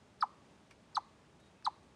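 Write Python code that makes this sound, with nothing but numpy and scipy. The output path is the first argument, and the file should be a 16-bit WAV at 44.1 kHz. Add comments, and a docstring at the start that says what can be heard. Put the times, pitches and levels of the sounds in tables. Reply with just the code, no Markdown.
"""A chipmunk on a wooden feeding table close to the microphone chips three times in a woodland clearing.
Each chip is a thin, steeply falling whistle that breaks with a pop into a louder, low falling cluck.
Table, ground, leaf litter and trunks send the voice back as near echoes, quick scatter and a thin tail.
Short noise bursts make nibbling, mouth clicks and shifting seed husks; gliding tones make a far bird.
Shaped noise is the quiet rumble and hiss of the woods; the microphone dulls and cuts the top."""
import sys
import numpy as np
from scipy import signal
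from scipy.fft import rfft, irfft
from scipy.io import wavfile
from scipy.ndimage import uniform_filter1d

SR = 44100
rng = np.random.default_rng(int(sys.argv[2]) if len(sys.argv) > 2 else 0)


def pcm_store(signal):
    """Save signal as 16-bit PCM."""
    levels = np.round(np.clip(np.atleast_2d(signal), -1, 1) * 32767)
    wavfile.write(sys.argv[1], SR, levels.astype(np.int16).T)


N = 85995  # length in samples

# Levels stand before throat, reflections and microphone. Noise colours are relative: noise has unit spread.

# Woods all around. Each row: frequency in Hz, relative level in dB per Hz.
WOODS_COLOUR = [(15, -48), (25, -57), (43, -13), (70, -4.5), (128, -2), (195, -1), (271, -4), (331, -5.5),
                (365, -7), (404, -5.5), (447, -9), (651, -8), (701, -13.5), (815, -10.5), (1600, -17.5),
                (3670, -22.5), (4160, -25), (6870, -28.5), (10000, -36), (13000, -52), (22000, -120)]
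# High hiss of the woods. Each row: frequency in Hz, relative level in dB.
HISS_COLOUR = [(9000, 0), (10200, -15), (13000, -13), (14000, -10)]
WOODS_DB, WOODS_WAVER_DB, HISS_DB = -63, .5, -88

# Faint nibbling ticks. Each row: start in seconds, level in dB.
NIBBLE_TICKS = [(.14, -75.5), (1.399, -67), (1.457, -72), (1.83, -72)]
# Colour of a nibble. Each row: frequency in Hz, relative level in dB.
NIBBLE_COLOUR = [(1500, 12), (4000, 2), (6700, 4), (9800, -1), (13000, -13)]
NIBBLE_DECAY_S = .013

# The mouth opens just before a chip. Each row: start in seconds, level in dB.
MOUTH_OPENINGS = [(.2022, -56), (.928, -56), (1.625, -57)]
# Colour of a mouth click. Each row: frequency in Hz, relative level in dB.
MOUTH_COLOUR = [(600, -16), (1200, -3.5), (1600, 10), (2300, -13.5), (4300, -17), (7000, -23),
                (12000, -35.5)]
MOUTH_DECAY_S = .0024

# The whistle that opens each chip. 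Each row: start in seconds, length in seconds, first pitch in Hz,
# last pitch in Hz, level in dB, loudest point as share of the length, bend of the glide (over 1 falls late).
CHIP_WHISTLES = [(.2066, .0182, 5380, 2950, -38.5, .3, 1.4), (.9475, .0185, 5330, 3000, -33.3, .55, 1.35),
                 (1.6461, .018, 5280, 3050, -32.3, .58, 1.25)]
# The whistle's first overtone, shaped by the mouth. Each row: overtone frequency in Hz, level in dB.
OVERTONE_CURVE = [(6250, -15), (7000, -35), (8300, -17.5), (9500, -34), (11000, -32)]
# One value per chip: how much stronger the overtone is made at the start than at the end, in dB.
OVERTONE_TILTS_DB = [21, -7.5, -1]
# Air noise in the whistle. Each row: frequency in Hz, relative level in dB.
AIR_COLOUR = [(800, 10), (1300, 2.5), (2500, -12), (4500, 1), (7000, -14.5), (9500, -36), (13000, -7.5)]
AIR_DB = -29.5
WHISTLE_EDGE_DB, WHISTLE_END_DB = -16, -11  # tone at its start, and as it gives way to the cluck
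WHISTLE_FADE_S = .0006

# The cluck that ends each chip. Each row: start in seconds, length in seconds, first pitch in Hz,
# last pitch in Hz, level in dB, bend of the glide (over 1 falls late).
CHIP_CLUCKS = [(.2230, .0188, 1420, 710, -21.9, 1.2), (.9671, .0167, 1310, 670, -23.4, 1.3),
               (1.6638, .0198, 1370, 750, -24.8, .78)]
# Air noise in the cluck. Each row: frequency in Hz, relative level in dB.
RASP_COLOUR = [(1500, -24.5), (2200, 10), (2800, -9.5), (3600, 11), (4500, -14), (6000, 2), (7200, -51.5),
               (9300, -14.5), (12000, -50.5)]
# The throat pops as the voice breaks. Each row: frequency in Hz, relative level in dB.
POP_COLOUR = [(1300, -42), (1550, 10.5), (1800, -10.5), (2200, -13.5), (2700, -33.5)]
CLUCK_ATTACK_S, CLUCK_RELEASE_S = .0033, .0085
RASP_DB, RASP_DECAY_S = -21.5, .0042
POP_DB, POP_DECAY_S = -11.5, .0092

# The small throat lets little bass out. 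Each row: frequency in Hz, gain in dB.
THROAT_CURVE = [(450, -18), (640, -3.5), (780, 1.5), (2600, -3), (3400, -7), (4100, 0)]

# Near reflections. Each row: delay in seconds, signed gain (negative flips the wave).
NEAR_REFLECTIONS = [(.00187, -.55), (.00487, .22), (.00556, -.18)]
# Scatter from the leaf litter. Each row: frequency in Hz, relative level in dB.
LITTER_COLOUR = [(600, -9), (1200, -6), (2500, -3), (4000, 0), (9000, 0), (13000, -6)]
# Tail from the trunks. Each row: frequency in Hz, relative level in dB.
TRUNKS_COLOUR = [(500, -23), (850, -3), (1000, -9), (1150, 1.5), (1300, -6), (1600, -11), (3000, 3),
                 (4200, 0), (6000, 1.5), (12000, -9)]
LITTER_DB, LITTER_T60_S, LITTER_ONSET_S = -15, .055, .008
TRUNKS_DB, TRUNKS_T60_S, TRUNKS_ONSET_S = -28.5, .5, .03
NEAR_TRUNK_S, NEAR_TRUNK_DB = .0175, -24  # echo from the closest tree

# Seed husks shift on the table. Each row: start in seconds, level in dB, decay in seconds.
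HUSK_SHIFTS = [(0.707, -60.5, 0.0019), (0.7098, -51.5, 0.0051), (.716, -58.5, 0.0093)]
# Colour of a husk. Each row: frequency in Hz, relative level in dB.
HUSK_COLOUR = [(200, -11), (850, 8), (1700, 0), (2400, 10.5), (3200, -7), (5000, -3), (7000, -13),
               (10000, -15), (13000, -30)]

# Far bird notes. Each row: start in seconds, length in seconds, first pitch in Hz, last pitch in Hz, level in dB.
BIRD_NOTES = [(1.38, .14, 3790, 3770, -77), (1.53, .15, 2500, 2620, -79)]

# The microphone's uneven, dulled top. Each row: frequency in Hz, gain in dB.
MICROPHONE_CURVE = [(10200, -0.5), (10900, -12), (11900, -0.5), (13000, -12)]
TOP_HZ = 13700  # the microphone passes almost nothing above


def undb(db):
    """Decibels to gain."""
    return 10 ** (np.asarray(db) / 20)


def add(out, start, x):
    """Mix x into out from a time in seconds on."""
    i = int(start * SR)
    out[i:i + len(x)] += x[:len(out) - i]


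def seconds(length):
    """Sample times of a sound of the given length."""
    return np.arange(int(length * SR)) / SR


def shape(x, points):
    """Filter by a curve of (Hz, dB) points, level beyond its ends."""
    hz, db = np.array(points, float).T
    f = np.maximum(np.fft.rfftfreq(N, 1 / SR), 1)
    gain = undb(np.interp(np.log(f), np.log(hz), db))
    return irfft(rfft(x) * gain, N)


def noise(points):
    """Noise of unit spread coloured by (Hz, dB) points, falling steeply beyond them."""
    low_skirt = (points[0][0] / 4, points[0][1] - 36)
    high_skirt = (points[-1][0] * 1.2, points[-1][1] - 60)
    x = shape(rng.standard_normal(N), [low_skirt, *points, high_skirt])
    return x / x.std()


def burst(points, decay):
    """A sudden puff of noise that dies away exponentially."""
    return noise(points) * np.exp(-np.arange(N) / SR / decay)


def walk(rate):
    """Smooth random wavering of unit spread, with `rate` fresh values a second."""
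    k = int(SR / rate)
    steps = np.repeat(rng.standard_normal(N // k + 1), k)
    x = uniform_filter1d(uniform_filter1d(steps, k), k)[:N]
    return x / x.std()


def gate(t, length, attack, release):
    """Smooth attack, hold and release."""
    rise = np.sin(np.pi / 2 * np.clip(t / attack, 0, 1))
    fall = np.sin(np.pi / 2 * np.clip((length - t) / release, 0, 1))
    return (rise * fall) ** 2


def glide(first_hz, last_hz, progress):
    """Pitch and phase of a tone that slides between two pitches in equal ratios."""
    hz = first_hz * (last_hz / first_hz) ** progress
    return hz, 2 * np.pi * np.cumsum(hz) / SR


def woods():
    """A soft bed of rumble and hiss that barely wavers, under a steady, fainter high hiss."""
    level = undb(WOODS_DB + WOODS_WAVER_DB * walk(10.98))
    return level * noise(WOODS_COLOUR) + undb(HISS_DB) * noise(HISS_COLOUR)


def nibbles():
    """Nibbling: each tick is a faint, bright burst of noise."""
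    out = np.zeros(N)
    for start, db in NIBBLE_TICKS:
        add(out, start, undb(db) * burst(NIBBLE_COLOUR, NIBBLE_DECAY_S))
    return out


def mouth_clicks():
    """The opening mouth: a very short burst of noise just ahead of each chip."""
    out = np.zeros(N)
    for start, db in MOUTH_OPENINGS:
        add(out, start, undb(db) * burst(MOUTH_COLOUR, MOUTH_DECAY_S))
    return out


def whistles(rough=.0083):
    """A thin, slightly rough tone swells and fades as it plunges, with an overtone and air noise."""
    out = np.zeros(N)
    for chip, tilt_db in zip(CHIP_WHISTLES, OVERTONE_TILTS_DB):
        start, length, first_hz, last_hz, db, crest, bend = chip
        t = seconds(length)
        progress = t / length
        jitter = rough * walk(2500)[:len(t)]  # roughens the pitch
        hz, phase = glide(first_hz, last_hz, progress ** bend + jitter)
        swell = undb(np.interp(progress, [0, crest, 1], [WHISTLE_EDGE_DB, 0, WHISTLE_END_DB]))
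        overtone_db = np.interp(2 * hz, *np.array(OVERTONE_CURVE).T) + tilt_db * (.5 - progress)
        overtone = undb(overtone_db) * np.sin(2 * phase)
        air = undb(AIR_DB) * noise(AIR_COLOUR)[:len(t)]
        voice = swell * np.sin(phase) + overtone + air
        add(out, start, undb(db) * gate(t, length, WHISTLE_FADE_S, WHISTLE_FADE_S) * voice)
    return out


def clucks():
    """The voice breaks with a pop to a loud, nearly pure low tone with a little fading rasp."""
    out = np.zeros(N)
    for start, length, first_hz, last_hz, db, bend in CHIP_CLUCKS:
        t = seconds(length)
        _, phase = glide(first_hz, last_hz, (t / length) ** bend)
        tone = np.sin(phase)
        rasp = undb(RASP_DB) * burst(RASP_COLOUR, RASP_DECAY_S)[:len(t)]
        pop = undb(POP_DB) * burst(POP_COLOUR, POP_DECAY_S)[:len(t)]
        level = undb(db) * gate(t, length, CLUCK_ATTACK_S, CLUCK_RELEASE_S)
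        add(out, start, level * (tone + rasp + pop))
    return out


def scatter(colour, t60, onset):
    """Dense echoes of unit energy that build up while decaying 60 dB per t60."""
    t = np.arange(N) / SR
    tail = noise(colour) * undb(-60 * t / t60) * np.minimum(t / onset, 1) ** 2
    return tail / np.sqrt(np.sum(tail ** 2))


def clearing(voice):
    """The direct voice with a few near reflections, quick leaf-litter scatter and a thin trunk tail."""
    response = undb(LITTER_DB) * scatter(LITTER_COLOUR, LITTER_T60_S, LITTER_ONSET_S)
    response += undb(TRUNKS_DB) * scatter(TRUNKS_COLOUR, TRUNKS_T60_S, TRUNKS_ONSET_S)
    add(response, 0, np.ones(1))  # direct path
    add(response, NEAR_TRUNK_S, undb([NEAR_TRUNK_DB]))
    for delay, gain in NEAR_REFLECTIONS:
        add(response, delay, np.array([gain]))
    return signal.fftconvolve(voice, response)[:N]


def husks():
    """Seed husks shifting on the table: dry noise bursts, each with its own decay."""
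    out = np.zeros(N)
    for start, db, decay in HUSK_SHIFTS:
        add(out, start, undb(db) * burst(HUSK_COLOUR, decay))
    return out


def far_bird():
    """Two faint whistled notes, fluttering in level and phase on their way through the trees."""
    out = np.zeros(N)
    for start, length, first_hz, last_hz, db in BIRD_NOTES:
        t = seconds(length)
        level = undb(db + 3 * walk(80.5)[:len(t)]) * gate(t, length, attack=.036, release=.021)
        _, phase = glide(first_hz, last_hz, t / length)
        flutter = 2.1 * walk(83)[:len(t)]  # radians
        add(out, start, level * np.sin(phase + flutter))
    return out


def scene():
    """The chipmunk in its clearing over the quiet of the woods, as one channel."""
    voice = shape(whistles() + clucks(), THROAT_CURVE)
    small_sounds = nibbles() + mouth_clicks() + husks()
    return (woods() + small_sounds + clearing(voice) + far_bird())[None]


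def record(dry):
    """The microphone dulls the treble unevenly, then a steep low-pass cuts the top."""
    dulled = shape(dry, MICROPHONE_CURVE)
    top_cut = signal.ellip(8, .2, 70, TOP_HZ, fs=SR, output="sos")  # order, ripple dB, rejection dB
    return signal.sosfilt(top_cut, dulled)


dry = scene()
out = record(dry)
pcm_store(out)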